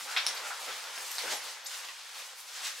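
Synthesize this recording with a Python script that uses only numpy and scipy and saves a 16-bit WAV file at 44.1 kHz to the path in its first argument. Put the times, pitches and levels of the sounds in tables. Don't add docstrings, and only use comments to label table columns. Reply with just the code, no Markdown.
import sys
import numpy as np
from scipy import signal
from scipy.fft import rfft, irfft, next_fast_len
from scipy.io import wavfile
from scipy.ndimage import map_coordinates

SR = 44100
rng = np.random.default_rng(int(sys.argv[2]) if len(sys.argv) > 2 else 0)


def generate_wav(signal):
    frames = np.transpose(np.atleast_2d(signal))
    scaled = np.clip(frames, -1, 1) * 32767
    pcm = np.round(scaled).astype(np.int16)
    wavfile.write(sys.argv[1], SR, pcm)


N = 123479

# (frequency [Hz], level [dB])
AIR_COLOUR = [(25, -2), (60, -8), (150, 4), (400, -6.5), (1000, 6), (15000, -4)]
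# (frequency [Hz], time to fall 60 dB [s])
ROOM_DECAY = [(150, 0.25), (600, 0.3), (1500, 0.2), (4000, 0.2), (9000, 0.28), (15000, 0.13)]
# (frequency [Hz], correlation [0-1])
ROOM_LIKENESS = [(100, 1), (500, 0.71), (1500, 0.55), (4000, 0.43), (8000, 0.25), (13000, 0.24)]
# (frequency [Hz], level [dB])
CEILING_COLOUR = [(100, -3), (1500, -4.5), (4000, 0), (10000, 3), (16000, 1.5)]

# (time [s], level of the rub before its trim [dB])
PRESSING = [(0, -40), (.04, -53.5), (.13, -44.5), (.3, -42), (.42, -43.5), (.6, -44.5), (.75, -47),
            (.86, -46), (.96, -44), (1.17, -46.5), (1.35, -45), (1.6, -50.5), (1.8, -48), (2.0, -53.5),
            (2.22, -50), (2.43, -56.5), (2.58, -48), (2.8, -54)]
# (frequency [Hz], level [dB])
RUB_COLOUR = [(30, -59), (100, -43), (200, -33), (260, -28.5), (330, -20.5), (430, -10), (520, .5),
              (650, -6), (790, 1.5), (1400, 2), (2200, -.5), (4000, -16), (10000, -53.5)]
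# (time [s], level [dB], width [s], pitch ratio of the hollow under the hand)
SCUFF_STROKES = [(.062, -46, 0.011, 0.63), (.088, -41, 0.015, 0.99), (.128, -42.5, 0.033, 0.98),
                 (.468, -43.5, 0.023, .95), (.511, -36, 0.0087, 0.94), (.688, -41.5, 0.015, 0.91),
                 (.98, -41, 0.0077, 1.13), (1.28, -40.5, 0.026, 1.05), (1.338, -41.5, 0.016, 0.57),
                 (1.72, -47.5, 0.0095, 1.05), (1.848, -54, 0.011, 0.72), (1.895, -47, .011, 1.32),
                 (2.668, -42.5, 0.028, 1.28)]
# (frequency [Hz], level [dB])
SCUFF_COLOUR = [(100, -51), (250, -41), (450, -15.5), (680, -15), (880, 3.5), (1100, -12.5), (1420, 6),
                (1750, -5.5), (2300, -6.5), (3500, -17), (10000, -64)]
# (time [s], level [dB], width [s])
LOW_SWELLS = [(.285, -54.5, 0.013), (.44, -57, 0.054), (.625, -56, .012), (.685, -47.5, .011),
              (.9, -62.5, 0.034), (1.245, -43.5, 0.011), (1.272, -46, 0.015), (1.33, -45.5, 0.018),
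              (1.48, -59, 0.031)]
# (frequency [Hz], level [dB])
LOW_SWELL_COLOUR = [(30, -44), (80, -33), (160, -28), (300, -6), (550, 6.5), (1000, -6), (2500, -24),
                    (8000, -40)]
# (time [s], level [dB], width [s])
BUMP_STROKES = [(.025, -62.5, 0.0094), (.308, -64, 0.013), (1.268, -62, 0.011)]
# (frequency [Hz], level [dB])
BUMP_COLOUR = [(25, -31), (70, -26), (130, 2), (190, -8), (300, -5), (800, -21), (4000, -58)]

# (time [s], level of the hiss [dB], level of the sheen before its trim [dB])
SLIDING = [(0, -42.5, -42.5), (.07, -43, -50), (.24, -41, -55), (.4, -43, -52.5), (.56, -44.5, -52.5),
           (.72, -41.5, -49.5), (.89, -45, -52), (1.02, -43.5, -47), (1.14, -42.5, -44),
           (1.25, -39.5, -46.5), (1.38, -42.5, -51.5), (1.5, -45.5, -49), (1.62, -50, -63),
           (1.72, -42.5, -47), (1.84, -46, -53), (2.02, -47.5, -59.5), (2.2, -46, -49), (2.33, -50, -56),
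           (2.46, -51.5, -54), (2.6, -42.5, -52.5), (2.8, -45.5, -52.5)]
# (frequency [Hz], level [dB])
HISS_COLOUR = [(60, -39), (300, -34), (900, -6.5), (2000, -2), (3500, 0.5), (5200, -1), (7000, -6.5),
               (10000, -13.5), (16000, -25.5)]
# (frequency [Hz], level [dB])
SHEEN_COLOUR = [(100, -59), (2000, -37), (5000, -1.5), (7500, -0.5), (9500, -3), (12000, -6.5),
                (15500, -14.5)]
# (time [s], level [dB], width [s], pitch ratio, higher is brighter)
HISS_BURSTS = [(.115, -41.5, 0.02, 1.13), (.283, -34.5, 0.01, 0.98), (.372, -37, .0077, 0.78),
               (.475, -42, 0.027, 1.24), (.625, -44.5, 0.026, 1.4), (.705, -43, 0.029, 0.5),
               (.765, -51, 0.011, 0.45), (1.117, -37.5, .0043, 1.6), (1.2, -36, 0.0089, 0.77),
               (1.32, -32.5, 0.019, 0.99), (1.485, -44.5, 0.046, 0.88), (1.669, -41, 0.0055, 1.35),
               (1.745, -42, 0.011, 0.81), (1.846, -42, .007, 0.61), (2.195, -45, 0.036, 0.72),
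               (2.395, -48, 0.019, 1.8), (2.492, -45.5, 0.015, 0.9), (2.562, -42, 0.023, 1.02),
               (2.663, -34.5, 0.024, 1.05)]
# (frequency [Hz], level [dB])
BURST_COLOUR = [(60, -68), (300, -42), (700, -12), (1500, -6.5), (3500, -2), (5300, -1.5), (7300, -4),
                (9500, -11.5), (15500, -21)]

# (time [s], length [s], start pitch [Hz], end pitch [Hz], peak level before the weave's colour [dB])
ZIP_SLIDES = [(0.168, .02, 11650, 11650, -49.5), (0.343, 0.014, 11700, 11700, -49),
              (1.1095, 0.005, 11950, 11950, -40), (1.115, 0.0054, 11900, 11870, -36),
              (1.332, .027, 11750, 11650, -47), (1.362, 0.021, 11100, 11100, -44),
              (1.644, .018, 11660, 11800, -43.5), (1.658, 0.016, 3970, 9100, -35.5)]
# (frequency [Hz], level [dB])
WEAVE_COLOUR = [(100, -52), (1500, -15), (3500, 1), (12000, 0), (15500, -4)]

# (time [s], level [dB], width [s])
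FOLD_JERKS = [(.1655, -21.5, 0.0011), (.1752, -20.5, 0.0041), (.1853, -30.5, 0.0023), (.199, -33.5, 0.0057),
              (.227, -41, 0.0065)]
# (frequency [Hz], level [dB])
BUCKLE_COLOUR = [(150, -48), (450, -20), (1300, -1), (2800, 5.5), (4000, 1), (5500, -7.5), (7000, -25),
                 (15000, -34)]
# (time [s], peak before the colour [dB], pitch ratio, lower for slack cloth)
CLOTH_SNAPS = [(.2655, -12.5, 1), (0.978, -28, 0.54), (1.183, -20.5, .97), (1.2697, -27, 1),
               (1.849, -33, 0.69), (1.887, -30, 0.69)]
# (frequency [Hz], level [dB])
SNAP_COLOUR = [(100, -56), (400, -11.5), (800, -5), (1500, 0), (3200, 0), (4500, 6.5), (6000, 3.5),
               (7500, -11.5), (9400, 1), (11000, -15), (15500, -22)]

AIR_DB = -74.5
ROOM_DELAY_S = 0.0043
ROOM_DB, FOLD_ROOM_DB = -0.5, -1.5
CEILING_S, CEILING_DB = 0.0055, -5
CRINKLES_PER_S, CRINKLE_SPREAD_DB = 3500, 2
ZIP_WANDER_HZ, ZIP_GLIDE_SCATTER = 90.6, 0.24
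SNAP_DECAY_S = 0.00096
SIDE_DB = 0.27
LOW_CUT_HZ, TOP_HZ = 93, 15800


def amp(db):
    return 10 ** (np.asarray(db) / 20)


def unit(x):
    return x / np.sqrt(np.mean(x ** 2) + 1e-20)


def along(points, hz):
    f, v = np.transpose(points)
    return np.interp(np.log(hz + 1), np.log(f + 1), v)


def curves(rows):
    s, *cols = np.transpose(rows)
    return [np.interp(np.arange(N) / SR, s, c) for c in cols]


def wobble(rate):
    knots = rng.standard_normal(int(N * rate / SR) + 4)
    return map_coordinates(knots, [np.arange(N) * rate / SR])


def coloured(x, points, ratio=1, size=8192):
    hz = np.fft.rfftfreq(size, 1 / SR)
    gain = unit(amp(along(points, hz / ratio)))
    cepstrum = irfft(np.log(gain))
    cepstrum[1:size // 2] *= 2
    cepstrum[size // 2 + 1:] = 0
    impulse = irfft(np.exp(rfft(cepstrum)))
    return signal.fftconvolve(x, impulse)[:N]


def swells(rows):
    t = np.arange(N) / SR
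    return sum(amp(db) * np.exp(-0.5 * ((t - s) / width) ** 2) for s, db, width in rows)


def friction(colour, crinkle, flutter_db, ratio=1):
    click_db = CRINKLE_SPREAD_DB * np.minimum(rng.exponential(size=N), 2 * np.pi)
    sizes = amp(click_db) * rng.choice([-1, 1], N)
    clicks = unit(sizes * (rng.random(N) < CRINKLES_PER_S / SR))
    share = np.clip(crinkle, 0, 1)
    grain = np.sqrt(share) * clicks + np.sqrt(1 - share) * rng.standard_normal(N)
    flutter = amp(flutter_db * (wobble(44.95) + wobble(220)))
    return unit(coloured(grain * flutter, colour, ratio))


def strokes(rows, colour, crinkle, flutter_db):
    return sum(swells([(s, db, width)]) * friction(colour, crinkle, flutter_db, ratio)
               for s, db, width, ratio in rows)


def room_air():
    return amp(AIR_DB) * coloured(rng.standard_normal(N), AIR_COLOUR)


def bedroom(x, room_db, size=512):
    hop = size // 4
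    frames = dict(fs=SR, nperseg=size, noverlap=size - hop)
    late = np.pad(x, (round(ROOM_DELAY_S * SR), 0))[:N]
    hz, _, bands = signal.stft(late, **frames)
    keep = amp(-60 * hop / SR / along(ROOM_DECAY, hz)) ** 2
    energy = np.array([signal.lfilter([1 - k], [1, -k], np.abs(band) ** 2) for k, band in zip(keep, bands)])
    field = signal.stft(rng.standard_normal((2, N)), **frames)[2]
    turn = np.arccos(np.clip(along(ROOM_LIKENESS, hz), -1, 1)) / 2
    spread = np.array([np.cos(turn), np.sin(turn)])[:, :, None]
    shaped = field / np.std(field) * np.sqrt(energy) * spread
    mid, side = signal.istft(shaped, **frames)[1][:, :N]
    answer = amp(room_db) * np.array([mid + side, mid - side])
    return (x + answer) / np.hypot(1, amp(room_db))


def ceiling(x):
    late = np.pad(x, (round(CEILING_S * SR), 0))[:N]
    return x + amp(CEILING_DB) * coloured(late, CEILING_COLOUR)


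def padding():
    press_db, = curves(PRESSING)
    rub = amp(press_db - 1.95) * friction(RUB_COLOUR, crinkle=0.28, flutter_db=1.54)
    scuffs = strokes(SCUFF_STROKES, SCUFF_COLOUR, crinkle=0.2, flutter_db=0.0)
    low_swells = swells(LOW_SWELLS) * friction(LOW_SWELL_COLOUR, crinkle=0.13, flutter_db=0.4)
    bumps = swells(BUMP_STROKES) * unit(coloured(rng.standard_normal(N), BUMP_COLOUR))
    return rub + scuffs + low_swells + bumps


def shells():
    hiss_db, sheen_db = curves(SLIDING)
    hiss = amp(hiss_db) * friction(HISS_COLOUR, crinkle=0.39, flutter_db=0.55)
    sheen = amp(sheen_db + 1.0) * friction(SHEEN_COLOUR, crinkle=0.72, flutter_db=1.5)
    bursts = strokes(HISS_BURSTS, BURST_COLOUR, crinkle=0.38, flutter_db=0.4)
    return hiss + sheen + bursts


def zips():
    t = np.arange(N) / SR
    out = np.zeros(N)
    for s, length, start_hz, end_hz, db in ZIP_SLIDES:
        progress = np.clip((t - s) / length, 0, 1)
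        glide = end_hz - start_hz
        scatter = ZIP_WANDER_HZ * wobble(400) + ZIP_GLIDE_SCATTER * glide * wobble(3000)
        hz = start_hz + glide * progress + scatter
        envelope = np.sqrt(np.abs(np.sin(np.pi * progress)))
        out += amp(db) * envelope * np.sin(2 * np.pi * np.cumsum(hz) / SR)
    return coloured(out, WEAVE_COLOUR)


def folds():
    t = np.arange(N) / SR
    out = swells(FOLD_JERKS) * friction(BUCKLE_COLOUR, crinkle=0.041, flutter_db=0.0)
    for s, db, ratio in CLOTH_SNAPS:
        decay = (t >= s) * np.exp(-np.abs(t - s) / SNAP_DECAY_S)
        crack = decay * rng.choice([-1, 1], N)
        out = out + amp(db) * coloured(crack, SNAP_COLOUR, ratio)
    return out


def scene():
    soft_cloth = bedroom(padding() + shells() + zips(), ROOM_DB)
    near_folds = bedroom(ceiling(folds()), FOLD_ROOM_DB)
    return (soft_cloth + near_folds) * amp([[SIDE_DB], [-SIDE_DB]]) + room_air()


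def record(dry):
    m = next_fast_len(N + SR // 2)
    hz = np.fft.rfftfreq(m, 1 / SR)
    bass_cut = hz ** 2 / (hz ** 2 + LOW_CUT_HZ ** 2)
    return irfft(rfft(dry, m) * (hz < TOP_HZ) * bass_cut, m)[:, :N]


dry = scene()
out = record(dry)
generate_wav(out)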